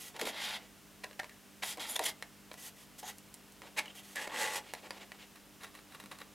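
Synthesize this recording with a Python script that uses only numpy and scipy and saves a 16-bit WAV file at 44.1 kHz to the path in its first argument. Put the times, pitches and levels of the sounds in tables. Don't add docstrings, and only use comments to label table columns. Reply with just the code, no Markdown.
import sys
import numpy as np
from scipy import signal
from scipy.fft import rfft, irfft, next_fast_len
from scipy.io import wavfile

SR = 44100
rng = np.random.default_rng(int(sys.argv[2]) if len(sys.argv) > 2 else 0)


def wrap_up_sound(samples):
    columns = np.atleast_2d(samples).T
    tamed = np.clip(columns, -1, 1)
    steps = np.round(tamed * 32767).astype(np.int16)
    wavfile.write(sys.argv[1], SR, steps)


N = 279594
FFT_SIZE = next_fast_len(N + SR // 2) * 2
HZ = np.fft.rfftfreq(FFT_SIZE, 1 / SR)
BOOM_HZ, EDGE_HZ = 1200, 5000


def amp(db):
    return 10 ** (np.asarray(db) / 20)


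def unit(x):
    return x / np.sqrt(np.mean(abs(x) ** 2) + 1e-20)


def curve(points, hz):
    freqs, values = np.transpose(points)
    return np.interp(np.log(hz + 1), np.log(freqs + 1), values)


def wander(samples, hz):
    at = np.arange(samples) * hz / SR
    knots = int(at[-1]) + 2
    return np.interp(at, np.arange(knots), rng.standard_normal(knots)) * np.sqrt(3 / 2)


def waver(samples, width_hz):
    return unit(wander(samples, 2 * width_hz) + 1j * wander(samples, 2 * width_hz))


def add(mix, start_s, sound):
    part = mix[..., max(round(start_s * SR), 0):][..., :sound.shape[-1]]
    part += sound[..., :part.shape[-1]]


def band_gains(force, boom, edge):
    return amp([force + boom, force, force + edge]).reshape(3, -1)


def radiate(drive, colour, modes):
    peaks_db = sum(lift / (1 + (2 * (HZ - hz) / width) ** 2) for hz, width, lift in modes)
    cepstrum = irfft(np.log(amp(curve(colour, HZ) + peaks_db)))
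    cepstrum[1:FFT_SIZE // 2] *= 2
    cepstrum[FFT_SIZE // 2 + 1:] = 0
    body = np.exp(rfft(cepstrum))
    low = 1 / (1 + (HZ / BOOM_HZ) ** 6)
    high = 1 - 1 / (1 + (HZ / EDGE_HZ) ** 6)
    spectrum = 0
    for push, band in zip(drive, [low, 1 - low - high, high]):
        band_rms = np.sqrt(np.mean(abs(body) ** 2 * abs(band)))
        spectrum += rfft(push, FFT_SIZE) * body * band / band_rms
    return irfft(spectrum)[:N]


def fibres(samples, per_s, spread_db, clump_db, clump_hz, rub):
    chance, size, sign = rng.random((3, samples))
    strength = amp(spread_db * np.minimum(-np.log(1 - size), 3))
    snaps = (chance < per_s / SR) * strength * np.sign(sign - .5)
    grain = unit(snaps) + rub * rng.standard_normal(samples)
    return unit(grain * amp(clump_db * wander(samples, clump_hz)))


def strokes(rows, fade_s, **texture):
    arch_power, sag_db, release_db_per_s, release_s = 1.42, 3.5, 900, .04
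    drive = np.zeros((3, N))
    for start, length, crest, force, swell, boom, edge in rows:
        t = np.arange(0, length + release_s, 1 / SR)
        crest_s = length * np.clip(crest, .05, .95)
        before = np.clip(1 - t / crest_s, 0, 1)
        after = np.clip((t - crest_s) / (length - crest_s), 0, 1)
        arch_db = -swell * before ** arch_power - sag_db * after ** arch_power
        attack = np.sqrt(np.minimum(t / fade_s, 1))
        release = amp(-release_db_per_s * np.maximum(t - length, 0))
        push = band_gains(force + arch_db, boom - 0.42 * arch_db, edge + 0.9 * arch_db)
        add(drive, start - fade_s / 2, push * attack * release * fibres(len(t), **texture))
    return drive


def air():
    # frequency in Hz, level in dB.
    colour = [(15, -44), (25, -19), (50, -8.5), (145, -5), (200, -5.5), (249, -9), (309, -3), (344, -10),
              (405, -9.5), (463, -9.5), (2480, -15), (2760, -13.5), (4490, -18.5), (5000, -17),
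              (14800, -22), (16000, -27.5)]
    # frequency in Hz, correlation from 0 to 1.
    likeness = [(60, 0.25), (150, 0.32), (380, 0.68), (950, 0.82), (2380, 1), (5980, 0.9), (15000, 0.99)]
    mid, side = rfft(rng.standard_normal((2, FFT_SIZE))) * amp(curve(colour, HZ))
    alike = np.clip(curve(likeness, HZ), 0, 1)
    mid *= np.sqrt((1 + alike) / 2)
    side *= np.sqrt((1 - alike) / 2)
    hiss_rms = np.std(irfft(mid * (HZ > 500)))
    return amp(-60.5) * irfft(np.array([mid + side, mid - side]))[:, :N] / hiss_rms


def hum():
    # frequency in Hz, level in dB.
    harmonics = [(49.9, -78), (99.8, -82.5), (149.7, -76), (199.6, -66.5), (249.5, -73.5), (299.4, -72.5),
                 (399.2, -74.5), (449, -85.5)]
    out, t = np.zeros(N), np.arange(N) / SR
    for hz, db in harmonics:
        level = np.sqrt(2) * amp(db + 1.7 * wander(N, 6.1))
        out += level * np.sin(2 * np.pi * (hz * t + rng.random()) + 0.21 * wander(N, 4.9))
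    return out


def sliding():
    # start and length in seconds, then force, swell and edge in dB.
    slides = [(0.0, 0.1, -53.5, -1.5, 3.5), (2.575, 0.12, -53, 5, 6.5), (2.761, 0.088, -60.5, 2, 1.5),
              (2.982, 0.025, -53, 6, 8.5), (3.029, .082, -45.5, 10.5, 0), (3.95, 0.06, -54, 1, 0.5),
              (4.031, .12, -57.5, 1.5, 1)]
    # frequency in Hz, level in dB.
    colour = [(240, -68), (400, -9), (504, -8), (826, -9), (1460, -10), (1990, -9), (4730, -9), (6540, -9),
              (12100, -9), (16000, -21)]
    # centre and width in Hz, lift in dB.
    modes = [(780, 240, 5.4), (1970, 210, 5.9), (3160, 770, 5.3), (6460, 220, 7.3), (7640, 150, 4),
             (9300, 220, 5.5), (11700, 400, 3.8), (13600, 300, 6)]
    crest, boom_db = 0.87, -10.5
    rows = [(start, length, crest, force, swell, boom_db, edge)
            for start, length, force, swell, edge in slides]
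    drive = strokes(rows, fade_s=.0065, per_s=9000, spread_db=5, clump_db=0.7, clump_hz=205, rub=1.0)
    return amp(-2.45) * radiate(drive, colour, modes)


def brushing():
    # start and length in seconds, force and boom in dB.
    brushes = [(0.147, 0.035, -51, 2), (0.59, 0.082, -59, -1), (1.776, 0.02, -52, 4),
               (3.626, .07, -56.5, 2), (3.822, 0.097, -57, -3), (4.639, .085, -54, -6.5),
               (4.759, 0.049, -57.5, -3), (4.829, .05, -52.5, 2), (4.919, 0.073, -55.5, 1),
               (5.003, .042, -51, -3), (5.137, .03, -61, 2), (5.184, 0.066, -53, -9.5)]
    # frequency in Hz, level in dB.
    colour = [(180, -40), (300, -8), (856, -6), (1320, -8.5), (1970, -1), (2930, -1.5), (5800, -9),
              (6960, -5), (14700, -21), (16000, -25)]
    crest, swell_db, edge_db = 0.87, 3, -9.5
    rows = [(start, length, crest, force, swell_db, boom, edge_db)
            for start, length, force, boom in brushes]
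    drive = strokes(rows, fade_s=.015, per_s=2500, spread_db=-2, clump_db=1.3, clump_hz=118, rub=0.58)
    return amp(-2.5) * radiate(drive, colour, modes=[(3060, 640, 0.83)])


def clicks():
    # time in seconds, then force, boom and edge in dB.
    taps = [(0.1651, -44, -9, -7), (0.214, -29.5, -16, -7), (1.1114, -52, -1, -14), (1.131, -52, -17, -9),
            (1.233, -46.5, 1, -11), (1.244, -44, -4, -11), (1.2952, -50.5, -20, -9),
            (1.6356, -32.5, -6.5, -11), (1.7733, -47, -1, -3), (1.9933, -32, -1, -2.5),
            (2.225, -38.5, -0.5, -7), (2.5154, -43.5, 0.5, -14), (2.541, -51.5, 3, 0.5),
            (3.6193, -44.5, -5, -11), (3.858, -47.5, -10, -8), (4.1584, -43.5, -13, 4),
            (4.1712, -42, -9, -9), (4.737, -38.5, 0.5, -1), (4.9074, -37, 1, -10.5),
            (5.1192, -42.5, -4.5, -12), (5.7519, -49, -4, -4), (6.0006, -47, -4.5, -4.5),
            (6.039, -53, 4.5, -1), (6.0596, -48.5, -9, -4), (6.1877, -51, -6, 0)]
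    # time in seconds, force in dB.
    ticks = [(2.5334, -67), (3.1842, -64.5), (3.3418, -59.5), (3.3484, -68), (3.5225, -70.5)]
    click_s, tick_boom_db, tick_edge_db = .005, -6, 16
    drive, t = np.zeros((3, N)), np.arange(round(2 * click_s * SR)) / SR
    for start, *levels in taps + [(at, force, tick_boom_db, tick_edge_db) for at, force in ticks]:
        click = 0.093 * rng.standard_normal(len(t)) * np.exp(-t / 0.0036)
        click[0] = -1
        click *= np.sqrt(click_s * SR) / np.linalg.norm(click)
        add(drive, start, band_gains(*levels) * click)
    return drive


def cutting():
    # start and length in seconds, crest as a share of the
    # length, then force, swell, boom and edge in dB.
    cuts = [(0.191, 0.058, 0.55, -47, 1, 2, -3), (0.252, .052, 0.66, -39.5, 2.5, -9.5, -3.5),
            (0.31, .26, 0.54, -38, 12, -11.5, -9), (1.627, .11, 0.52, -43, 3, -13.5, 2),
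            (1.796, 0.065, 0.38, -41.5, 1.5, -8, -5.5), (1.865, .088, 0.75, -46.5, 1.5, -7, 0.5),
            (2.012, 0.09, 1, -39.5, 5.5, -9.5, -1), (3.764, .033, 0.44, -35, 14, -4.5, -3.5),
            (4.155, .108, 0.69, -42, 2.5, -5, -4), (4.29, .19, 0.72, -34, 15.5, -4.5, -2),
            (4.48, 0.11, .85, -39, 5, -3, 0.5)]
    # frequency in Hz, level in dB.
    flat_colour = [(88, -62), (150, -49), (193, -12), (226, -5), (291, -11), (514, -7.5), (637, -5.5),
                   (1040, -6.5), (2500, -6), (3350, -5), (6140, -8.5), (9820, -11), (13400, -12),
                   (16000, -27)]
    bent_colour = [(88, -39), (150, -19), (354, -8.5), (555, -1), (702, -7.5), (854, -1.5), (1260, -6.5),
                   (2020, 1), (2220, -6), (2600, -0.5), (5250, -11), (7920, -13.5), (11300, -16.5),
                   (16000, -29)]
    # centre and width in Hz, lift in dB.
    flat_modes = [(656, 91, 7), (866, 150, 9), (1800, 140, 1.5), (2070, 190, 7), (3250, 260, 4.5),
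                  (3620, 370, 4.5), (4900, 180, 4.5), (7200, 490, 3.5), (10400, 1400, 5)]
    bent_modes = [(567, 120, 2.8), (845, 40, 10.2), (1140, 110, 5), (1760, 160, 3.6), (2040, 190, 6.1),
                  (2380, 120, 2.1), (3270, 100, 1.4), (3610, 81, 5.1), (6400, 160, 3.1), (6970, 250, 4),
                  (8000, 330, 5.5), (11300, 300, 4)]
    second_slit_s = 3.5
    first = [row for row in cuts if row[0] < second_slit_s]
    second = [row for row in cuts if row[0] >= second_slit_s]
    flat = strokes(first, fade_s=.003, per_s=7000, spread_db=2.5, clump_db=0.9, clump_hz=301.5, rub=0.58)
    bent = strokes(second, fade_s=.003, per_s=3400, spread_db=1, clump_db=1.5, clump_hz=300.5, rub=0.28)
    return (amp(-1.6) * radiate(flat, flat_colour, flat_modes)
            + amp(-3) * radiate(bent, bent_colour, bent_modes))


def crunches():
    # start and length in seconds, then force, boom and edge in dB.
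    tears = [(0.193, 0.007, -40, -9, -10), (0.268, 0.0077, -40.5, 4, -10), (1.035, 0.012, -40.5, -6, -10),
             (1.192, 0.0099, -38, -1.5, -10.5), (1.621, 0.019, -37.5, -8, -13),
             (1.953, 0.016, -40.5, -3, 2.5), (2.036, 0.01, -44.5, -7, 7.5), (2.053, 0.019, -40, -11, 3.5),
             (3.028, 0.008, -55, 7, -2), (3.78, 0.018, -33, -10, -7.5), (4.271, 0.0084, -42, 3.5, -9),
             (4.749, 0.0038, -42.5, -8, -17), (5.628, 0.022, -50.5, -2.5, -2.5),
             (6.113, .009, -48.5, 2, -7), (6.213, .007, -47.5, -1, -9)]
    drive = np.zeros((3, N))
    for start, length, *levels in tears:
        samples = max(round(length * SR), 64)
        burst = fibres(samples, per_s=3500, spread_db=2.5, clump_db=1.2, clump_hz=590, rub=0.48)
        swell = np.linspace(.45, 1, samples) * signal.windows.tukey(samples, .4)
        add(drive, start, band_gains(*levels) * unit(burst * swell))
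    return drive


def flops():
    # start in seconds, level in dB, first and last pitch in Hz,
    # decay in seconds.
    springs = [(0.2166, -32, 720, 333, 0.017), (0.268, -34.5, 653, 455, 0.013),
               (1.774, -49.5, 800, 336, .02), (1.994, -28, 954, 563, 0.014), (4.452, -38, 930, 794, 0.0099),
               (6.036, -47.5, 294, 183, 0.019)]
    glide_s, attack_s = 0.00725, 0.00083
    out, t = np.zeros(N), np.arange(SR // 8) / SR
    for start, db, first, last, decay in springs:
        hz = last + (first - last) * np.exp(-t / glide_s)
        envelope = (1 - np.exp(-t / attack_s)) * np.exp(-t / decay)
        blur = unit(1 + 1.4 * waver(len(t), last / 2))
        tone = (blur * np.exp(2j * np.pi * np.cumsum(hz) / SR)).real
        add(out, start, amp(db) * envelope * tone)
    return out


def creaks():
    # start and length in seconds, pitch in Hz, level in dB.
    catches = [(1.043, 0.022, 1743, -54.5), (1.196, 0.0096, 1682, -38.5), (1.284, 0.049, 1835, -64),
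               (1.957, .013, 3500, -35.5), (2.052, 0.016, 3230, -39.5), (3.025, 0.029, 787, -50.5),
               (3.074, .035, 791, -58.5), (3.029, 0.077, 6560, -56.5), (3.774, 0.026, 2398, -38),
               (3.856, .008, 3070, -51), (3.879, 0.006, 2920, -48), (3.898, 0.017, 3030, -55),
               (3.962, 0.054, 2974, -59.5), (4.155, 0.044, 1718, -43.5), (4.906, 0.0037, 4690, -41.5)]
    width_share = .115
    out = np.zeros(N)
    for start, length, hz, db in catches:
        t = np.arange(max(round(length * SR), 64)) / SR
        tone = (waver(len(t), width_share * hz) * np.exp(2j * np.pi * hz * t)).real
        add(out, start, amp(db) * unit(tone * signal.windows.tukey(len(t), .6)))
    return out


def squeaks():
    # start and length in seconds, first and last slip rate in Hz, level in dB.
    slips = [(1.882, 0.053, 2040, 2525, -38), (1.941, .011, 2400, 2260, -41),
             (2.048, 0.027, 2500, 2350, -37)]
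    # frequency in Hz, level in dB.
    colour = [(4500, -26), (7300, -8), (8700, -15), (9900, 2), (11200, -1), (12400, -13)]
    out = np.zeros(N)
    for start, length, first, last, db in slips:
        samples = round(length * SR)
        ease = np.sin(np.linspace(0, np.pi / 2, samples))
        hz = (first + (last - first) * ease) * (1 + 0.014 * wander(samples, 920))
        phase = 2 * np.pi * np.cumsum(hz) / SR
        overtones = sum(amp(curve(colour, k * hz)) * np.sin(k * phase) for k in range(2, 6))
        rasp = unit(amp(2.5 * wander(samples, 700)))
        add(out, start, amp(db) * signal.windows.tukey(samples, .6) * rasp * overtones)
    return out


def inching():
    # start and length in seconds, force in dB.
    nudges = [(5.352, 0.031, -57), (5.607, 0.077, -52.5), (5.738, 0.065, -56), (5.908, .056, -53.5),
              (5.998, .07, -57), (6.109, .052, -52.5), (6.192, 0.043, -55)]
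    crest, swell_db, boom_db, edge_db = 0.33, 3, -3.5, -4
    rows = [(start, length, crest, force, swell_db, boom_db, edge_db) for start, length, force in nudges]
    return strokes(rows, fade_s=.008, per_s=1100, spread_db=2.2, clump_db=3.5, clump_hz=160.4, rub=0.25)


def card_ring(drive):
    # frequency in Hz, level in dB.
    tapped_colour = [(120, -19), (300, -10), (600, 0), (1300, -2), (2000, 5.5), (3500, -2.5), (6000, -2.5),
                     (11000, -3), (16000, -17)]
    end_colour = [(120, -23), (300, -7), (600, 0.5), (1100, -0.5), (2000, 4.5), (4000, -9), (6000, -10),
                  (11000, -11), (16000, -19)]
    # centre and width in Hz, lift in dB.
    tapped_modes = [(614, 56, 3.1), (994, 54, 7.2), (1736, 84, 4.1), (2160, 180, 2.1), (3130, 100, 1.5),
                    (4100, 240, 5.6)]
    end_modes = [(1130, 120, 9), (1760, 120, 3), (2720, 140, 6), (3930, 590, 13), (4970, 300, 2.5),
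                 (10200, 400, 6)]
    slit_end_s = 5.3
    at_end = np.arange(N) > slit_end_s * SR
    return (radiate(drive * ~at_end, tapped_colour, tapped_modes)
            + radiate(drive * at_end, end_colour, end_modes))


def room(sound, wet_db):
    # frequency in Hz, seconds to fall by 60 dB.
    decay = [(200, 0.4), (800, 0.23), (2500, 0.15), (7000, 0.11), (15000, 0.095)]
    # frequency in Hz, side level in dB.
    width = [(200, -11), (600, -11.5), (1100, -18), (2300, -36), (3600, -46), (5300, -12), (8000, -6),
             (13000, -39)]
    echoes_per_s, predelay_s = 6000, .002
    t = np.arange(SR // 3) / SR
    echoes = rng.standard_normal((2, len(t)))
    echoes *= (rng.random((2, len(t))) < echoes_per_s / SR) * (t > predelay_s)
    hz, age, spectra = signal.stft(echoes, SR, nperseg=256)
    fade = amp(-60 * age / curve(decay, hz)[:, None])
    tails = signal.istft(spectra * fade, SR, nperseg=256)[1]
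    mid, side = amp(wet_db) * tails / np.linalg.norm(tails[0])
    mid[0] += 1
    side_gain = amp(curve(width, np.fft.rfftfreq(len(side), 1 / SR)))
    side = irfft(rfft(side) * side_gain, len(side))
    return signal.fftconvolve(sound[None], np.array([mid + side, mid - side]), axes=1)[:, :N]


def scene():
    friction = cutting() + sliding() + brushing()
    snaps = card_ring(amp(-3) * inching() + amp(-1.5) * crunches() + amp(-3) * clicks())
    scissors = room(friction + snaps + flops() + creaks() + squeaks(), wet_db=-9)
    return scissors * amp([[-.15], [.15]]) + air() + hum() * amp([[-.8], [.8]])


def record(dry):
    lowpass = signal.firwin(511, 16000, window=("kaiser", 9), fs=SR)
    return signal.oaconvolve(dry, lowpass[None], "same")


dry = scene()
out = record(dry)
wrap_up_sound(out)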